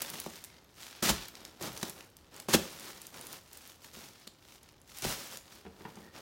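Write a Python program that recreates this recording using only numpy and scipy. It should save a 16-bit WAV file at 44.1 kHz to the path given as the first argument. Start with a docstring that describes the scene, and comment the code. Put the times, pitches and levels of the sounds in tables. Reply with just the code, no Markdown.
"""Thin plastic wrap crinkles and snaps close to the hands; flat packs are picked up, dropped on a pile and held.
Bending film is clumps of tiny buckles over hiss, and a crease is a short burst of filtered noise.
A landing crushes the wrap, rings the filling's damped modes and puffs out air; film squeaks faintly at times.
Late on, a hand knocks about in a cardboard box. Soft, still air lies under everything.
It is a small bedroom with the microphone a few steps away, so echoes and a short tail follow the sounds."""
import sys
import numpy as np
from scipy import signal
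from scipy.fft import rfft, irfft, next_fast_len
from scipy.io import wavfile
from scipy.ndimage import uniform_filter1d

SR = 44100
rng = np.random.default_rng(int(sys.argv[2]) if len(sys.argv) > 2 else 0)


def dump(signal):
    """Clip the signal to [-1, 1] and save it as 16-bit WAV at the path in sys.argv[1]."""
    limited = np.clip(np.atleast_2d(signal).T, -1, 1)
    pcm = np.round(limited * 32767).astype(np.int16)
    wavfile.write(sys.argv[1], SR, pcm)


N = 273861
TIME = np.arange(N) / SR
CUTOFF_HZ = 16000   # upper limit of the snaps and of the whole sound

# All table levels are relative: the functions and the room add their own gains.
# a pack is bumped in the hand or lap:
# (time [s], thud level [dB], hardness of the contact as a low-pass [Hz], crush level of the wrap [dB])
BUMPS = [(0.0185, -43, 2500, -32.5), (0.1413, -34, 1800, -38.5), (0.2623, -26, 1230, -43),
         (1.83, -26.5, 1210, -33), (3.969, -36.5, 600, -60), (4.2725, -45, 1000, -47)]
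# a pack lands on one edge and tips flat:
# (edge time [s], edge crush level [dB], edge thud level [dB],
#  flat time [s], flat crush level [dB], flat thud level [dB], level of the puff of air [dB])
LANDINGS = [(1.026, -29, -25.5, 1.098, -25.5, -17, -38), (1.61, -46, -31, 1.674, -50, -35, -50),
            (2.486, -36, -24, 2.543, -19.5, -9, -47), (5.023, -40, -44, 5.048, -34.5, -22, -42)]
# a hand feels about in a cardboard box: (time [s], level [dB], hardness of the contact as a low-pass [Hz])
KNOCKS = [(5.651, -41, 1700), (5.664, -32.5, 460), (5.808, -38.5, 780), (5.852, -34.5, 2530),
          (5.872, -45.5, 1200), (5.972, -36.5, 484), (6.021, -46, 600), (6.074, -45, 250)]
BUMP_SWELL_S = 0.0018   # rise of a bump's crush and of a clack


def from_db(db):
    """Decibels to gain."""
    return 10 ** (np.asarray(db) / 20)


def rms_one(x):
    """Scale to an rms of 1."""
    return x / np.sqrt(np.mean(x ** 2) + 1e-20)


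def butter(x, hz, kind, order=2):
    """Causal low-, high- or band-pass."""
    sections = signal.butter(order, np.clip(hz, 10, .48 * SR), kind, fs=SR, output="sos")
    return signal.sosfilt(sections, x)


def coloured(x, spectrum):
    """Give x a spectrum, with minimum phase so that nothing sounds early; rms 1."""
    hz, db = np.transpose(spectrum)
    size = 2 * next_fast_len(N)
    bins = np.maximum(np.arange(size // 2 + 1) * SR / size, 1)
    gain = from_db(np.interp(np.log(bins), np.log(hz), db))
    cepstrum = irfft(np.log(gain))
    # the doubled causal half of the cepstrum gives the minimum-phase response
    response = np.exp(rfft(2 * cepstrum[:size // 2], size))
    return rms_one(irfft(rfft(x, size) * response)[:N])


def drift(knots_per_s):
    """Chance values joined by straight lines, with a spread of 1 at the knots."""
    knots = rng.standard_normal(N)
    return np.interp(TIME * knots_per_s, np.arange(N), knots)


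def surge(s, swell, fade, hold=0):
    """Rises to 1 at time s, holds and dies away; rise and fall are exponential."""
    before = (s - TIME) / swell
    after = (TIME - s - hold) / fade
    return np.exp(-np.clip(np.maximum(before, after), 0, 20))


def ring(x, modes):
    """A unit click sets each mode ringing at its level; neighbouring modes swing in opposite senses."""
    out = 0
    for k, (hz, db, t60) in enumerate(modes):
        r = from_db(-60 / (t60 * SR))   # decay per sample
        w = 2 * np.pi * hz / SR
        mode = signal.lfilter([0, r * np.sin(w)], [1, -2 * r * np.cos(w), r * r], x + 1e-18)
        out = out + (-1) ** k * from_db(db) * mode
    return out


def add(track, s, sound):
    """Mix a short sound into the track at time s."""
    start = max(int(s * SR), 0)
    track[start:start + len(sound)] += sound[:N - start]


def room(x, wet_db):
    """Near echoes, then a diffuse tail that builds up in a few milliseconds and whose treble dies first."""
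    # walls and furniture close by: (delay [s], level [dB])
    near_echoes = [(.0022, -27), (.0051, -26)]
    t60_s, treble_t60_s, wall_cut_hz = 0.36, 0.21, 7000
    t = TIME[:SR // 2]
    noise = rng.standard_normal(len(t))
    dull = butter(noise, wall_cut_hz, "low", order=1)
    treble = noise - dull
    tail = dull * np.exp(-np.log(1000) * t / t60_s) + treble * np.exp(-np.log(1000) * t / treble_t60_s)
    tail = tail * (1 - np.exp(-t / .004))
    response = from_db(wet_db) * tail / np.linalg.norm(tail)
    for delay, db in near_echoes:
        add(response, delay, from_db([db]))
    return x + signal.fftconvolve(x, response)[:N]


def handling():
    """Levels in dB of the crinkle, its top octave and the flexing: every move swells, holds and settles."""
    # a hand lifts, turns or shifts a pack: (start [s], length [s], swell [s], crinkle level [dB],
    #  top octave against the crinkle [dB], flexing of the pack against the crinkle [dB])
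    moves = [(0, 0.18, .01, -49, 0, -6), (0.236, .16, .02, -54.5, 2, -8),
             (0.439, 0.13, .02, -62.5, -7, -4.5), (0.826, 0.053, 0.044, -51.5, 1, -12.5),
             (0.913, 0.097, .02, -55.5, -6, -11), (1.14, 0.096, .02, -47.5, -3, -11),
             (1.335, .16, .015, -61, -4, 0.5), (1.638, .04, 0.02, -47.5, -2.5, 2.5),
             (1.777, 0.11, 0.068, -52, 3, -1), (1.962, .05, 0.018, -60, 3, 4),
             (2.348, 0.057, 0.037, -57.5, -3.5, 0), (2.591, .32, .02, -52, 1.5, -4.5),
             (2.953, 0.13, .02, -59.5, 1, -4.5), (3.147, 0.062, 0.027, -55, 0.5, 0.5),
             (3.239, .11, .02, -53, 2, -4), (3.532, 0.18, 0.065, -58.5, 2.5, -7.5),
             (3.832, 0.019, 0.015, -56.5, 2.5, -6.5), (3.939, 0.15, 0.013, -56.5, 2, -5.5),
             (4.154, 0.077, .02, -61, -2, -11), (4.484, 0.079, 0.069, -63, 1, -10),
             (4.636, 0.055, 0.014, -68.5, -2, -12), (4.88, .04, .015, -59.5, 2, -9),
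             (4.971, 0.044, .03, -52.5, 3.5, -18), (5.071, 0.05, .02, -40, 3, -6),
             (5.172, 0.17, .02, -50, 2.5, -5), (5.526, 0.037, .05, -57.5, 0, -5.5),
             (5.82, .23, 0.075, -64, -2.5, 6), (6.155, 0.028, 0.02, -54.5, -9, 1)]
    holding_db, holding_crisp_db, holding_flex_db = -71, -5, 0   # a pack that is only held still stirs
    settle_s = 0.045   # after a move the film relaxes
    waver_db, wavers_per_s = 1.65, 30   # the pressure of the hand is never even
    power = from_db(holding_db + np.array([[0], [holding_crisp_db], [holding_flex_db]])) ** 2
    for s, length, swell, db, crisp_db, flex_db in moves:
        peaks = from_db(db + np.array([[0], [crisp_db], [flex_db]]))
        power = power + peaks ** 2 * surge(s, swell, settle_s, length) ** 2
    return 10 * np.log10(power) + waver_db * drift(wavers_per_s)


def buckles(per_s, spread_db, clump_db, rub):
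    """Tiny buckles of uneven size come in clumps, over the hiss of sliding film; the slow level is even."""
    sizes = from_db(spread_db * np.minimum(rng.exponential(1, N), 4)) * rng.choice([-1, 1], N)
    happens = rng.random(N) < per_s / SR
    clicks = sizes * happens * from_db(clump_db * drift(350))
    clicks = clicks / np.sqrt(uniform_filter1d(clicks ** 2, size=1800) + 1e-6)
    return (clicks + rub * rng.standard_normal(N)) / np.sqrt(1 + rub ** 2)


def crinkle(level_db, crisp_db):
    """Folds buckle with a dull tick; small wrinkles join them in the top, which has its own level."""
    # how the film moves: (time [s], smooth sliding against buckling [dB])
    sliding = [(0, -8), (1.1, -2), (1.8, -9), (2.7, -1.5), (3.1, -4), (3.6, -10), (4.1, 0.5), (4.9, -13),
               (5.1, 17), (5.4, -3)]
    # spectrum of bending film: (frequency [Hz], density [dB per Hz])
    film_spectrum = [(300, -17), (700, 1.5), (1300, 3), (2400, 3.5), (3600, 4.5), (5500, 3.5), (8000, -3.5),
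                     (11000, -7), (16000, -8)]
    s, rub_db = np.transpose(sliding)
    rub = from_db(np.interp(TIME, s, rub_db))
    folds, wrinkles = (coloured(buckles(per_s=1400, spread_db=1.5, clump_db=5.5, rub=rub), film_spectrum)
                       for _ in range(2))
    body = butter(folds, 7600, "low", order=3)
    top = butter((folds + wrinkles) / np.sqrt(2), 6140, "high", order=3)
    return from_db(level_db + 2.0) * (body + from_db(crisp_db + 2.5) * top)


def flexing(level_db):
    """Broad panels of the pack flap and rub against cloth."""
    # spectrum of the panels: (frequency [Hz], density [dB per Hz])
    panel_spectrum = [(30, -32), (70, -13), (110, -3.5), (180, 2), (480, 0.5), (800, -3), (1500, -7.5),
                      (3000, -22)]
    panels = buckles(per_s=700, spread_db=2, clump_db=3.5, rub=0.92)
    return from_db(level_db + 1.5) * coloured(panels, panel_spectrum)


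def still_air():
    """Steady noise, strongest in the bass, for the quiet air of the room."""
    # spectrum of the air: (frequency [Hz], density [dB per Hz])
    air_spectrum = [(15, -39), (35, -8.5), (75, 1), (160, -6.5), (350, -8), (500, -13), (1500, -22.5),
                    (7500, -54), (16000, -69)]
    rms_db = -65
    return from_db(rms_db) * coloured(rng.standard_normal(N), air_spectrum)


def pack_contacts():
    """Every blow on a pack's filling, two for each landing: (time [s], level [dB], hardness [Hz])."""
    edge_hz, flat_hz = 1450, 576
    blows = [(s, db, hz) for s, db, hz, _ in BUMPS]
    for edge_s, _, edge_db, flat_s, _, flat_db, _ in LANDINGS:
        blows += [(edge_s, edge_db, edge_hz), (flat_s, flat_db, flat_hz)]
    return blows


def bumps(events, body, gain_db, uneven_db, scuff_db):
    """A soft push and a short scuff ring the body, a little differently each time, and the room's modes."""
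    # standing waves of the room: (frequency [Hz], level [dB], T60 [s])
    standing_waves = [(81, -21, .28), (150, -24, .17), (186, -20, .17), (237, -22, .2)]
    out, t = np.zeros(N), TIME[:SR // 2]
    for s, db, hz in events:
        scuff = from_db(scuff_db) * rng.standard_normal(len(t)) * np.exp(-t / 0.013)
        contact = (t == 0) + scuff
        push = from_db(db + gain_db) * butter(contact + 1e-18, hz, "low")
        modes = [(f, level + uneven_db * rng.standard_normal(), t60) for f, level, t60 in body]
        add(out, s, ring(push, modes + standing_waves))
    return butter(out, 67, "high")


def pack_thuds():
    """The filling of a bumped or landing pack rings in short, heavily damped modes."""
    # damped modes of a filled pack: (frequency [Hz], level before chance variation [dB], T60 [s])
    pack_modes = [(159, -9.5, 0.045), (232.3, -5, 0.09), (325, -5, 0.066), (385, 2.5, 0.026),
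                  (557, -1.5, 0.04), (820, 5.5, 0.0093), (1190, -1, 0.014)]
    return bumps(pack_contacts(), pack_modes, gain_db=-7, uneven_db=2.0, scuff_db=-34.5)


def crushes():
    """A landing crushes creases steadily as the pack tips, then in a rush; a bump does so briefly."""
    # spectrum of crushed wrap: (frequency [Hz], density [dB per Hz])
    crushed_spectrum = [(30, -12), (70, -7), (180, 10), (500, 1), (1100, 2.5), (2200, 0), (4000, 0),
                        (6000, 0), (10000, -5.5), (16000, -9)]
    edge_swell_s, edge_fade_s, flat_swell_s, flat_fade_s = 0.0012, 0.024, 0.0041, 0.0078
    wrap_lead_s, wrap_hold_s = 0.0055, 0.011   # the loose wrap is crushed from just before the filling hits
    bump_fade_s = 0.0054
    power = sum((from_db(db) * surge(s, BUMP_SWELL_S, bump_fade_s)) ** 2 for s, _, _, db in BUMPS)
    for edge_s, edge_db, _, flat_s, flat_db, _, _ in LANDINGS:
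        tipping = surge(edge_s, edge_swell_s, edge_fade_s, flat_s - edge_s)
        rush = surge(flat_s - wrap_lead_s, flat_swell_s, flat_fade_s, wrap_hold_s)
        power = power + (from_db(edge_db) * tipping) ** 2
        power = power + (from_db(flat_db) * rush) ** 2
    creasing = buckles(per_s=10000, spread_db=3.0, clump_db=4.5, rub=2.2)
    return from_db(0.28) * np.sqrt(power) * coloured(creasing, crushed_spectrum)


def small_snaps(level_db, count):
    """Chance snaps, one per equal stretch of time, that follow the level of the handling."""
    above_crinkle_db, spread_db = 18.5, 4.5
    middle_hz, spread_octaves = 9000, 0.56
    at = ((np.arange(count) + rng.random(count)) * N / count).astype(int)
    size, pitch = np.clip(rng.standard_normal((count, 2)), -2, 2).T
    db = level_db[at] + above_crinkle_db + spread_db * size
    hz = np.minimum(middle_hz * 2 ** (spread_octaves * pitch), CUTOFF_HZ)
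    return list(zip(at / SR, db, hz))


def snaps(level_db, fade_s, width, slip_db):
    """A crease gives way with one jump and a run of tiny slips, within a few milliseconds."""
    # big creases snapping through: (time [s], level [dB], centre of the band [Hz])
    big_snaps = [(0.0194, -14, 13500), (0.1008, -21.5, 9100), (.2008, -17.5, 11900), (0.44, -26, 8700),
                 (0.447, -28, 8700), (1.3535, -29.5, 4380), (1.451, -25, 5100), (1.625, -22, 7100),
                 (1.7758, -24.5, 6160), (1.8298, -18.5, 5200), (1.897, -22.5, 11400), (2.008, -30, 2820),
                 (2.1681, -34, 10200), (2.3436, -38, 5900), (2.4, -25.5, 8000), (3.0173, -27.5, 9400),
                 (3.0686, -26.5, 9000), (3.212, -27, 10100), (3.269, -26.5, 10000), (3.3287, -25, 11000),
                 (3.5314, -30, 11000), (3.6756, -34, 11000), (4.2755, -26.5, 3600), (4.631, -38.5, 8400),
                 (4.6896, -38, 3900), (4.816, -41, 9000), (4.9857, -25.5, 13000), (5.022, -23, 7000),
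                 (5.3722, -24, 6250)]
    out, t = np.zeros(N), np.arange(512) / SR
    for s, db, hz in big_snaps + small_snaps(level_db, count=60):
        slips = from_db(slip_db) * rng.standard_normal(len(t)) * np.exp(-t / fade_s) + (t == 0)
        span = 1 + width * from_db(0.18 * (db + 29))   # a big crease sounds over a wider band
        snap = butter(slips, [hz / span, hz * span], "band", order=1)
        snap = butter(snap, CUTOFF_HZ, "low")
        add(out, s, 2 * from_db(db) * snap / np.linalg.norm(snap))
    return out


def squeaks(t60_at_1khz):
    """Film sticks and slips on film: a thin, unsteady tone that swells and fades."""
    # faint squeaks of sliding film: (time of the middle [s], frequency [Hz], level [dB], half length [s])
    squeak_rows = [(0.452, 2100, -68, 0.17), (6.063, 1855, -65, 0.07)]
    out = 0
    for s, hz, db, half in squeak_rows:
        tone = rms_one(ring(rng.standard_normal(N), [(hz, 0, t60_at_1khz * 1000 / hz)]))
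        out = out + from_db(db) * np.exp(-((TIME - s) / half) ** 2) * tone
    return out


def whumps(swell_s, fade_s):
    """The cushion of air under a landing pack escapes in one soft, deep puff."""
    # spectrum of the puff: (frequency [Hz], density [dB per Hz])
    puff_spectrum = [(20, -40), (40, 1), (80, -4.5), (110, -6), (135, -1), (220, -17), (600, -38)]
    lag_s = 0.02   # the puff peaks just after the pack lies flat
    level = sum(from_db(db) * surge(flat_s + lag_s, swell_s, fade_s) for _, _, _, flat_s, *_, db in LANDINGS)
    return level * coloured(rng.standard_normal(N), puff_spectrum)


def box_knocks():
    """Knocks of a hand ring the walls of the cardboard box."""
    # modes of the box: (frequency [Hz], level before chance variation [dB], T60 [s])
    box_modes = [(160, -9, .04), (380, -6, .03), (455, -12, .16), (760, -9, .025), (950, -7, .03),
                 (1430, -11, .02), (1790, -12, .015), (2800, -14, .01)]
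    return bumps(KNOCKS, box_modes, gain_db=-2.5, uneven_db=4.0, scuff_db=-23.0)


def clacks(gain_db, low_hz, high_hz, fade_s):
    """Each knock on the cardboard starts with a dry, broad clack, stronger when the contact is hard."""
    level = sum(from_db(db + gain_db) * np.sqrt(hz / high_hz) * surge(s, BUMP_SWELL_S, fade_s)
                for s, db, hz in KNOCKS)
    return level * rms_one(butter(rng.standard_normal(N), [low_hz, high_hz], "band"))


def scene():
    """Film, packs and box in the room; the puffs and the still air are added without it."""
    level_db, top_db, flex_db = handling()
    film = crinkle(level_db, top_db - level_db) + flexing(flex_db) + crushes() + squeaks(t60_at_1khz=0.065)
    creases = snaps(level_db, fade_s=0.0017, width=0.56, slip_db=-12.5)
    knocks = box_knocks() + clacks(gain_db=-12, low_hz=396, high_hz=2270, fade_s=0.0078)
    in_room = room(film, wet_db=-12) + room(creases, wet_db=-8.0) + room(pack_thuds() + knocks, wet_db=-9.0)
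    return (in_room + whumps(swell_s=0.016, fade_s=0.042) + still_air())[None]


def record(dry):
    """The top is cut steeply."""
    return signal.sosfilt(signal.ellip(10, .1, 70, CUTOFF_HZ, fs=SR, output="sos"), dry)


dry = scene()
out = record(dry)
dump(out)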